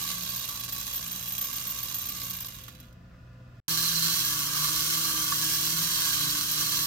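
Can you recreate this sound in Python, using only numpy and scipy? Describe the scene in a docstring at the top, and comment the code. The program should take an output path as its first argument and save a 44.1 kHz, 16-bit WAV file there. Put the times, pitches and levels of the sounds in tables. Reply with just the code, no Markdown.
"""Tabletop in a quiet, humming room: a wind-up tin robot walks, runs down and stalls. The sound drops out
briefly and the scene changes: it runs again, much faster. Gear teeth strike in step with a spinning governor
and rattle the tin shell; the governor's shake hums in the table. A loose metal part pings very high, a linkage
catches, and twice a hollow foot knocks on the table."""
import sys
import numpy as np
from scipy import signal
from scipy.fft import rfft, irfft, next_fast_len
from scipy.io import wavfile
from scipy.ndimage import uniform_filter1d

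SR = 44100
rng = np.random.default_rng(int(sys.argv[2]) if len(sys.argv) > 2 else 0)


def log_audio(samples):
    """Write samples as a 16-bit WAV file to the path given in sys.argv[1]."""
    # one column per channel
    frames = np.atleast_2d(samples).T
    # limit to full scale, then quantise
    limited = np.clip(frames, -1, 1)
    pcm = np.round(limited * 32767).astype(np.int16)
    wavfile.write(sys.argv[1], SR, pcm)


N = 302526
T = np.arange(N) / SR
NFFT = next_fast_len(N + SR // 4, real=True)
BIN_HZ = np.maximum(np.arange(NFFT // 2 + 1) * SR / NFFT, 1)
MUTE_START_S, MUTE_END_S = 3.601, 3.681
LABOUR_HZ = 51.7  # governor labours below this speed

# Table levels are relative.
# spent spring: t/s, governor speed/Hz, level/dB
SLOW_DRIVE = [(0, 80.17, -38.5), (0.131, 77.2, -38.5), (0.248, 70.93, -40.5), (0.5, 62.14, -40),
              (0.65, 58.8, -41.5), (0.85, 59.58, -41), (1.1, 60.47, -41.5), (1.649, 72.18, -40.5),
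              (1.9, 69.67, -42), (2.3, 58.35, -41), (2.47, 51.73, -46.5), (2.6, 42.13, -48.5),
              (2.8, 25, -53), (2.951, 24.23, -58.5)]
# gear noise slope: f/Hz, left/dB, right/dB
SLOW_SLOPE = [(400.0, -44.5, -36.0), (820.0, -39.5, -34.5), (1330.0, -36.5, -35.5), (1900.0, -40, -32.0),
              (2980, -31.5, -25.5), (4600.0, -35, -26), (6940, -30.5, -24.5), (7900.0, -29.5, -33),
              (8370, -24.5, -27), (9500, -35, -27), (11250, -25.5, -29.5), (12700.0, -26.5, -20),
              (14500.0, -25.5, -27), (15700.0, -39.5, -34.0)]
FAST_SLOPE = [(387, -33.5, -26.5), (840, -33.5, -34.5), (1370, -26, -20.5), (1910, -30, -24.5),
              (3020, -21.5, -19.5), (4600.0, -19, -12.5), (6900.0, -22.5, -19.5), (7960, -21, -18.5),
              (8840, -15.0, -18.5), (9700, -18.5, -18.0), (11730, -18, -21), (12800, -14.5, -11.0),
              (14500.0, -14, -19), (15700.0, -19.0, -32)]
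# shell modes: f/Hz, width/Hz, slow left/dB, slow right/dB, fast left/dB, fast right/dB
SHELL_MODES = [(519, 46, 7, 5, 5.5, 4), (995, 140, 6.5, 2.5, 4.5, 7.5), (1141, 108, 13, 17.5, 5.5, 17),
               (1638, 217, 10.5, 7.5, 8, 8.0), (2080, 130.0, 9.5, 5.5, 3, -2.5),
               (2120, 90.0, 2.5, -10, 7.5, 3.5), (2390, 190, 3.0, 4.5, -4, 1),
               (2826, 200.0, 7.5, 4.5, 5, 5), (3150, 91, 5, -4.5, 15, 8), (3330, 78, 9.5, 11, 8, 9),
               (3780, 180, -1.0, 5.5, 4, -3.5), (3947, 180.0, 7, 7.5, 7.5, 8.5),
               (4104, 50.0, 0.5, 2.5, -7, 9.5), (4284, 184, 4, 5, 3, 8), (4580, 83, 3, 7.5, -3, 3),
               (4770, 170, 1, 2.5, 2.5, -1.5), (5045.0, 61, -3, 9.5, 7, 4.5), (5366, 190, 4.5, 5.5, 4, 7.5),
               (5780.0, 270, 5.5, -2.5, -6, 7), (6070, 160, -0.5, 3.5, 5, 4.5),
               (6220.0, 275, 4.5, 9.5, 4, 8), (6640, 165, -1.5, 1, 8, 7.0), (7380, 390, 5.5, 5.5, 6.5, 5.5)]
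# thin high rings of the tin body and its loose metal part: same columns
HIGH_RINGS = [(10691, 28, 1, 0, 5, 7), (12798, 38, 3, 3, 4, 4), (13847, 60, 8, 10, 10, 12),
              (15343, 28, 13, 11, 11.5, 7)]
# shell modes common to both sides: f/Hz, width/Hz, coherence/0-1, left lead/rad
SLOW_COHERENCE = [(1090, 170, 0.98, -0.03), (1540, 190, 0.5, .6), (2030, 170, 0.25, -1),
                  (2910, 230, 0.7, 1.6), (3270, 230, 0.8, -1.7), (5430, 250, .6, -0.2),
                  (6300, 500, 0.37, 2.5), (8280, 280, 0.7, 3.5), (11450, 500, .65, 0.8)]
FAST_COHERENCE = [(1000, 430, 0.92, 0), (1720, 520, 0.85, 0.37), (3290, 530, .72, -3.5),
                  (4150, 840, .7, -1.73), (5230, 220, .55, -3), (6150, 500, .45, -3), (9400, 400, 0.56, 3),
                  (13000, 360, 0.69, 0)]
# chest panel buzz: t/s, level/dB re gear treble
SLOW_CHEST_BUZZ = [(0.1, -11), (0.4, -13), (0.53, -8.5), (0.65, -11.5), (0.8, -11.5), (1.05, -12),
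                   (1.55, -11.5), (2.0, -10), (2.25, -10.5), (2.9, -16)]
FAST_CHEST_BUZZ = [(3.7, -13.5), (3.95, -16.5), (4.15, -14), (4.4, -12), (4.6, -8), (4.85, -15.5),
                   (5.1, -10.5), (5.55, -17.5), (5.95, -12), (6.2, -13), (6.85, -13.5)]
# gear plate rasp: t/s, level/dB re gear treble
SLOW_PLATE_RASP = [(0, -7), (0.3, -4.5), (0.55, -5.5), (0.9, -7.5), (1.3, -10), (2.2, -6.5), (2.9, -9)]
# tabletop response: f/Hz, level/dB
TABLETOP = [(50, -50), (115, -2), (165, 6), (235, 0), (315, -2.5), (400, -15), (640, -29), (1000, -50)]
# room noise: f/Hz, level/dB
ROOM_SLOPE = [(20, -28), (45, -3), (88, -4), (125, -5.5), (190, -12.5), (270, -15.5), (430, -26),
              (620, -22), (900, -33), (1600, -30), (4000, -38.5), (7000, -44.5), (10300, -55.5),
              (13000, -49)]
# room modes: f/Hz, width/Hz, lift/dB
ROOM_RESONANCES = [(516, 18, 13), (674, 45, 5.5), (1004, 24, 16.5), (1203, 86, 12), (1430, 93, 13),
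                   (1730, 60, 10.5), (2010, 73, 5.5), (2280, 200, -6.5), (2580, 290, 7), (5060, 710, 4)]
# appliance hum: f/Hz, level/dB, waver/dB
HUM_PARTIALS = [(58.6, -60.5, 2.8), (121.1, -54.5, 2.1), (177.9, -59.5, 4.3), (239, -66, 1.8)]
# hard knocks on the loose part: t/s, level/dB, free ring/s
HARD_KNOCKS = [(.022, -31, .04), (.068, -36, 0.028), (.288, -30, .028), (.332, -32, .02), (.359, -30, .025),
               (0.39, -32, 0.021), (.484, -31, .014), (.597, -32, .017), (.691, -37, .012),
               (.724, -28, 0.02), (.78, -33, .014), (.932, -29, 0.033), (.957, -26, 0.029),
               (1.073, -32, .015), (1.114, -30, 0.024), (1.279, -29, 0.038), (1.321, -28, 0.022),
               (1.38, -26.5, 0.022), (1.411, -25, .025), (1.442, -27.5, .024), (1.528, -31, .02),
               (1.56, -28, 0.02), (1.599, -33, .017), (1.669, -28, .021), (1.699, -28, .031),
               (1.78, -33, 0.041), (1.829, -28, .017), (1.852, -35, .02), (1.914, -35, 0.017),
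               (1.943, -27, 0.037), (1.983, -28, .016), (2.014, -30, 0.024), (2.057, -30, .017),
               (2.087, -28.5, 0.018), (2.232, -32, .014), (2.252, -34, .04), (2.297, -30, 0.018),
               (2.365, -32, .016), (2.402, -32, .012), (2.457, -33, .014), (2.482, -37, .013),
               (2.635, -40, .009), (2.681, -43, .01), (2.8, -45, 0.011), (4.25, -28, .03),
               (4.9696, -28, .03), (6.511, -25, .03), (6.817, -28, .03)]
# linkage catches: t/s, level/dB
LINKAGE_CATCHES = [(.218, -23), (0.477, -15), (0.494, -17), (0.6363, -14), (0.6883, -15.5), (0.723, -16),
                   (0.868, -15), (1.012, -30), (1.063, -18), (1.351, -16.5), (1.38, -22), (1.4136, -14.5),
                   (1.442, -21), (1.53, -20), (1.648, -24), (1.698, -19), (1.83, -22), (1.944, -13),
                   (2.086, -24), (2.148, -21), (2.309, -16), (2.336, -25), (2.386, -21), (2.4062, -16.5),
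                   (2.447, -17.5), (2.468, -19), (2.484, -26), (2.549, -28), (2.586, -24), (2.638, -33),
                   (2.6802, -29), (2.8005, -30), (2.883, -45), (2.927, -40), (3.841, -15), (4.793, -8),
                   (5.673, -10), (6.085, -8)]
# body rocks onto a foot: t/s, ring/dB, crack/dB
FOOTFALLS = [(2.6796, -29, -15), (5.3207, -5.5, -4.5)]
# foot modes: f/Hz, level/dB, t60/s
FOOT_MODES = [(1115, -13, 0.033), (1148, 1.5, 0.029), (1570, -19, 0.046), (1720, -15, 0.043)]
# foot crack: f/Hz, level/dB
CRACK_SLOPE = [(300, -13), (900, 2), (1700, 9), (2300, 0), (3200, 3), (6000, -2), (8000, -4), (15000, -7)]
# wound spring, sagging under the steps: t/s, governor speed/Hz
FAST_GOVERNOR = [(3.7, 162.7), (4.07, 164), (4.25, 157), (4.47, 147.4), (4.87, 159.7), (5.07, 159.5),
                 (5.28, 154.6), (5.72, 161), (5.95, 160.8), (6.27, 148.4), (6.43, 148.5), (6.57, 154),
                 (6.85, 155.5)]
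# its force on the gears: t/s, level/dB
FAST_DRIVE = [(3.7, -32.5), (4.12, -32), (4.42, -34), (4.6, -32.5), (4.9, -32), (5.28, -32.5), (5.72, -32),
              (6.02, -32.5), (6.28, -32), (6.55, -33.5), (6.85, -32)]
# body turning side to side: t/s, left minus right/dB
BODY_SWAY = [(3.7, 0), (3.88, -0.6), (4.14, -0.3), (4.38, 0.35), (4.65, -0.06), (5, 0.15), (5.25, 0.3),
             (5.85, 0), (6.18, -0.24), (6.55, -0.1)]
# foot pressing on the table: t/s, level/dB
FOOT_PRESSES = [(3.77, -43), (4.0, -41), (4.6, -40), (4.78, -53), (5.03, -57), (5.42, -47), (5.79, -42),
                (6.25, -44), (6.6, -46), (6.77, -52)]


def amp(db):
    """dB to gain."""
    return 10 ** (np.asarray(db) / 20)


def curves(rows):
    """Table columns, interpolated per sample."""
    times_s, *columns = np.transpose(rows)
    return [np.interp(T, times_s, c) for c in columns]


def spectrum(rows):
    """Table columns, interpolated per bin."""
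    hz, *columns = np.transpose(rows)
    return np.array([np.interp(np.log(BIN_HZ), np.log(hz), c) for c in columns])


def resonance(hz, width_hz):
    """Bell over frequency, peak 1."""
    return 1 / (1 + (2 * (BIN_HZ - hz) / width_hz) ** 2)


def colour(x, db):
    """Minimum-phase filter from the folded cepstrum."""
    cepstrum = irfft(db * np.log(10) / 20, NFFT)
    response = np.exp(rfft(2 * cepstrum[..., :NFFT // 2], NFFT) - cepstrum[..., :1])
    return irfft(rfft(x, NFFT) * response, NFFT)[..., :N]


def band(x, lo_hz, hi_hz):
    """Zero-phase band-pass."""
    return signal.sosfiltfilt(signal.butter(2, [lo_hz, hi_hz], "band", fs=SR, output="sos"), x)


def rms(x):
    """RMS of the channel mean."""
    return np.sqrt(np.mean(np.atleast_2d(x).mean(0) ** 2))


def wander(rate_hz):
    """Smooth noise, spread near 1."""
    hold = int(SR / rate_hz)
    stairs = rng.standard_normal(N)[np.arange(N) // hold]
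    return 1.3 * uniform_filter1d(uniform_filter1d(stairs, hold), hold)


def clicks(times_s, sizes):
    """Impulses, each split over two samples."""
    whole, part = np.divmod(np.clip(np.asarray(times_s) * SR, 0, N - 2), 1)
    whole = whole.astype(int)
    return np.bincount(whole, sizes * (1 - part), N) + np.bincount(whole + 1, sizes * part, N)


def decay(energy, t60_s):
    """Spread energy into an exponential tail."""
    pole = np.exp(-2 * np.log(1000) / (t60_s * SR))
    return signal.lfilter([1 - pole], [1, -pole], energy + 1e-18)


def rattle(blows, t60_s, tail_db, tail_t60_s, tick_db):
    """Each blow ticks and wakes dense tin modes, different left and right."""
    energy = decay(blows ** 2, t60_s) + amp(tail_db) ** 2 * decay(blows ** 2, tail_t60_s)
    return np.sqrt(energy) * rng.standard_normal((2, N)) + amp(tick_db) * blows


def reflect(x, level_db=-8, t60_s=0.03, rock_hz=9, count=5):
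    """Table and wall echoes; the mix of paths shifts as the body rocks."""
    t = T[:SR // 16]
    paths = rng.standard_normal((count, 2, len(t))) * amp(-60 * t / t60_s) * (t > .001)
    paths /= np.sqrt((paths ** 2).sum(-1, keepdims=True))
    shares = np.array([wander(rock_hz) for _ in paths])
    shares /= np.sqrt((shares ** 2).sum(0))
    echoes = sum(share * signal.oaconvolve(x, path, axes=1)[:, :N] for share, path in zip(shares, paths))
    return x + amp(level_db) * echoes


def radiate(x, coherence):
    """Near strong modes the shell moves as one: both sides share the ring."""
    left, right = rfft(x, NFFT)
    shared = sum(likeness * np.exp(1j * lead_rad - (1.7 * (BIN_HZ - hz) / width_hz) ** 4)
                 for hz, width_hz, likeness, lead_rad in coherence)
    own = np.sqrt(np.clip(1 - np.abs(shared) ** 2, 0, 1))
    return irfft(np.array([own * left + shared * right, right]), NFFT)[:, :N]


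def shell_db(fast):
    """Modes of the tin body and its loose part on a broad slope; small tin radiates no bass."""
    lifts_db = sum(np.outer(db[2:] if fast else db[:2], resonance(hz, width_hz))
                   for hz, width_hz, *db in SHELL_MODES + HIGH_RINGS)
    bass_loss_db = 10 * np.log10(1 + (150 / BIN_HZ) ** 2)
    return spectrum(FAST_SLOPE if fast else SLOW_SLOPE) + lifts_db - bass_loss_db


def tooth_blows(turns, per_turn, throb_db, scatter_db):
    """Teeth strike hardest just after each governor kick; a labouring governor kicks less."""
    jitter, strength = rng.standard_normal((N // 10, 2))[:int(turns[-1] * per_turn)].T
    tooth_turns = (np.arange(len(jitter)) + .3 * jitter) / per_turn
    speed_hz = np.interp(tooth_turns, turns, np.gradient(turns) * SR)
    kick = np.minimum(speed_hz / LABOUR_HZ, 1)
    blow_db = scatter_db * np.clip(strength, -2, 2) - throb_db * kick * (tooth_turns % 1 - .5)
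    return clicks(np.interp(tooth_turns, turns, T), amp(blow_db))


def gear_whirr(ring, response_db, coherence, chest_db, rasp_db):
    """Tooth rattle leaves through the shell; chest panel and gear plate buzz as the body leans."""
    whirr = colour(radiate(reflect(ring), coherence), response_db)
    whirr /= rms(band(whirr, 2500, 12000))
    chest, rasp = band(whirr, 900, 1400), band(whirr, 3650, 4750)
    return whirr + chest * (amp(chest_db) / rms(chest) - 1) + rasp * (amp(rasp_db) / rms(rasp) - 1)


def table_hum(turns, rough_db, jitter_turns, right_db=6):
    """One shove a turn drives the tabletop through the feet; overtones lean right."""
    jitter, strength = rng.standard_normal((N // 100, 2))[:int(turns[-1])].T
    times_s = np.interp(np.arange(len(jitter)) + jitter_turns * jitter, turns, T)
    shoves = clicks(times_s, amp(rough_db * strength))
    hum = colour(shoves, spectrum(TABLETOP) - 20 * np.log10(1 + (40 / BIN_HZ) ** 2))
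    hum = hum + band(hum, 280, 450) * (amp([[-right_db / 2], [right_db / 2]]) - 1)
    return hum / rms(band(hum, 130, 360))


def shortfall_hz(speed_hz):
    """Governor speed lost below the labouring point."""
    return np.maximum(LABOUR_HZ - speed_hz, 0)


def binding(depth_db=-2.5, length_s=0.02):
    """Gain dip of the slow gears as the linkage tightens before each catch."""
    dips = sum(np.exp(-(2 * (T - at_s) / length_s + 1) ** 2)
               for at_s, _ in LINKAGE_CATCHES if at_s < MUTE_START_S)
    return amp(depth_db * dips)


def slow_run(hum_db=-21, labour_db_per_hz=0.33):
    """The nearly spent spring turns the gears unevenly until they stall."""
    speed_hz, level_db = curves(SLOW_DRIVE)
    chest_db, rasp_db = curves(SLOW_CHEST_BUZZ) + curves(SLOW_PLATE_RASP)
    turns = np.cumsum(speed_hz * (1 + .03 * wander(25))) / SR
    blows = tooth_blows(turns, per_turn=14, throb_db=9, scatter_db=2.3)
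    ring = rattle(blows, t60_s=.011, tail_db=-6, tail_t60_s=.13, tick_db=-11)
    whirr = gear_whirr(ring, shell_db(fast=False), SLOW_COHERENCE, chest_db, rasp_db)
    # slower teeth strike softly: more mids, less treble
    whirr += np.interp(T, [2.2, 2.7], [0, .35]) * band(whirr, 1505, 3800)
    whirr -= np.interp(T, [2.4, 2.85], [0, .55]) * band(whirr, 4500, 15000)
    whirr *= binding() * amp(-2.6 + 0.3 * wander(40))
    hum = table_hum(turns, rough_db=3, jitter_turns=.04) * amp(2.5 * wander(14))
    hum *= amp(hum_db + labour_db_per_hz * shortfall_hz(speed_hz))
    stall = np.interp(T, [2.84, 2.98], [1, 0])
    return (whirr + hum) * amp(level_db) * stall


def room(air_db=-52.5):
    """Near-mono rumble, hollow hiss and a wavering appliance hum."""
    spread = np.clip(BIN_HZ / 900, .13, .8)
    mid, side = rfft(rng.standard_normal((2, N)), NFFT)
    noise = (mid + spread * side * np.array([[1], [-1]])) / np.hypot(1, spread)
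    lifts_db = sum(db * resonance(hz, width_hz) for hz, width_hz, db in ROOM_RESONANCES)
    air = irfft(noise * amp(spectrum(ROOM_SLOPE) + lifts_db), NFFT)[:, :N]
    hum = np.zeros(N)
    for hz, db, waver_db in HUM_PARTIALS:
        peak = np.sqrt(2) * amp(db + waver_db * wander(6.8))
        hum += peak * np.sin(2 * np.pi * hz * T + 0.58 * wander(7))
    return air / rms(air) * amp(air_db) + hum


def loose_part_knocks(count=104, gap_s=0.027, jitter_s=0.005, free_s=0.016, sag_db_per_hz=1.4):
    """Hard knocks, plus chatter that dies as the gears slow. Rows: t/s, level/dB, free ring/s."""
    run_s, speed_hz, _ = np.transpose(SLOW_DRIVE)
    hard_s, _, hard_free_s = np.transpose(HARD_KNOCKS)
    jitter, strength = rng.standard_normal((count, 2)).T
    times_s = np.abs((np.arange(count) + .5) * gap_s + jitter_s * jitter)
    sag_db = sag_db_per_hz * shortfall_hz(np.interp(times_s, run_s, speed_hz))
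    level_db = -35.5 + 1.5 * strength - sag_db
    chatter = np.column_stack([times_s, level_db, np.full(count, free_s)])
    # chatter keeps clear of the hard knocks
    lag_s = times_s[:, None] - hard_s
    overlaps = ((lag_s > -0.006 - free_s) & (lag_s < hard_free_s)).any(1)
    return np.vstack([HARD_KNOCKS, chatter[~overlaps & (times_s < run_s[-1])]])


def pings(knocks, high_hz=13848, high_t60_s=0.23, low_hz=3320, low_t60_s=0.039, rise_s=0.0013):
    """The loose part rings in two modes until it touches again and is damped."""
    t, out = T[:SR // 10], np.zeros((2, N + SR))
    lead_rad = np.array([[0], [1.6]])
    high_ring = amp(-60 * t / high_t60_s) * amp([[1.5], [3]])  # left, right
    low_ring = amp(-60 * t / low_t60_s) * amp([[-15.5], [-7.5]])
    for at_s, db, free_s in knocks:
        detune, phase_rad = rng.standard_normal(2)
        envelope = (1 - np.exp(-t / rise_s)) / (1 + (t / free_s) ** 8)
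        high = high_ring * np.sin(2 * np.pi * (high_hz + 5 * detune) * t + phase_rad + lead_rad)
        low = low_ring * np.sin(2 * np.pi * (low_hz + 20 * detune) * t)
        start = int(at_s * SR)
        out[:, start:start + len(t)] += amp(db) * envelope * (high + low)
    return out[:, :N]


def catches(knocks):
    """The linkage lets go with a click through the shell; the loose part's knocks tick more softly."""
    catch_s, catch_db = np.transpose(LINKAGE_CATCHES)
    knock_s, knock_db, _ = np.transpose(knocks)
    blows = clicks(catch_s, amp(catch_db)) + clicks(knock_s, amp(knock_db + 1))
    ring = rattle(blows, t60_s=.038, tail_db=-11, tail_t60_s=.12, tick_db=-28.5)
    return colour(radiate(ring, SLOW_COHERENCE), shell_db(fast=False) + 33)


def footfalls(left_db=-8, contact_s=0.014):
    """A hollow tin foot meets the table: short crack, hollow ring."""
    t = T[:SR // 8]
    modes = sum(amp(db - 60 * t / t60_s) * np.sin(2 * np.pi * hz * t) for hz, db, t60_s in FOOT_MODES)
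    modes *= np.minimum(t / contact_s, 1)
    times_s, ring_db, crack_db = np.transpose(FOOTFALLS)
    ring = signal.oaconvolve(clicks(times_s, amp(ring_db)), modes)[:N]
    blows = clicks(times_s + 0.0016, amp(crack_db))
    crack = rattle(blows, t60_s=.05, tail_db=-2, tail_t60_s=.08, tick_db=-13)
    return (ring + colour(crack, spectrum(CRACK_SLOPE))) * amp([[left_db], [0]])


def settling_rub(at_s=3.135, half_width_s=0.035, level_db=-65, slips_per_s=900):
    """The stalled toy settles: faint, fine slips that grow brighter."""
    chance, size = rng.random((2, N))
    slips = band((chance < slips_per_s / SR) * (size - .5), 1000, 2200)
    brightness = np.interp(T, [at_s - half_width_s, at_s + half_width_s], [-.6, .6])
    slips += brightness * band(slips, 1550, 2200)
    return slips / rms(slips) * amp(level_db) * np.exp(-((T - at_s) / half_width_s) ** 2)


def foot_pressure(half_width_s=0.079, floor_db=-48):
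    """Gain of the governor's deepest tone: a swell under each pressing foot."""
    swells = sum(amp(db) ** 2 * np.exp(-((T - at_s) / half_width_s) ** 2) for at_s, db in FOOT_PRESSES)
    return np.sqrt(amp(floor_db) ** 2 + swells)


def fast_run():
    """Freshly wound, the governor sings and the teeth merge into a bright rasp."""
    speed_hz, level_db = curves(FAST_GOVERNOR) + curves(FAST_DRIVE)
    sway_db, chest_db = curves(BODY_SWAY) + curves(FAST_CHEST_BUZZ)
    # sway left: gear plate faces away, table overtones grow
    rasp_db = -7 - 6.5 * sway_db
    overtone_db = -12 + 7.5 * sway_db
    turns = np.cumsum(speed_hz * (1 + .005 * wander(25))) / SR
    blows = tooth_blows(turns, per_turn=9, throb_db=16, scatter_db=2.5)
    ring = rattle(blows, t60_s=.018, tail_db=4, tail_t60_s=.13, tick_db=-9.5)
    whirr = gear_whirr(ring, shell_db(fast=True), FAST_COHERENCE, chest_db, rasp_db)
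    whirr *= amp(0.68 + 0.5 * wander(35) + np.array([sway_db, -sway_db]) / 2)
    hum = table_hum(turns, rough_db=2.2, jitter_turns=.028)
    shake = band(hum, 125, 210)
    overtones = (hum - shake) * amp(overtone_db + 2 * wander(18))
    shake *= foot_pressure() * amp(1.4 * wander(20)) / rms(shake)
    return ((whirr + overtones) * amp(level_db) + shake) * (T > MUTE_END_S)


def scene():
    """Both runs and their small noises, in the room."""
    mix = slow_run() + fast_run() + footfalls() + settling_rub() + room()
    knocks = loose_part_knocks()
    return mix + catches(knocks) + pings(knocks)


def record(dry):
    """Brief mute between the runs; steep low-pass."""
    mute_db, cutoff_hz = -47, 15800
    muted = (T >= MUTE_START_S) & (T <= MUTE_END_S)
    gain = uniform_filter1d(np.where(muted, amp(mute_db), 1), size=64)
    return signal.sosfilt(signal.ellip(10, .2, 80, cutoff_hz, fs=SR, output="sos"), dry * gain)


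dry = scene()
out = record(dry)
log_audio(out)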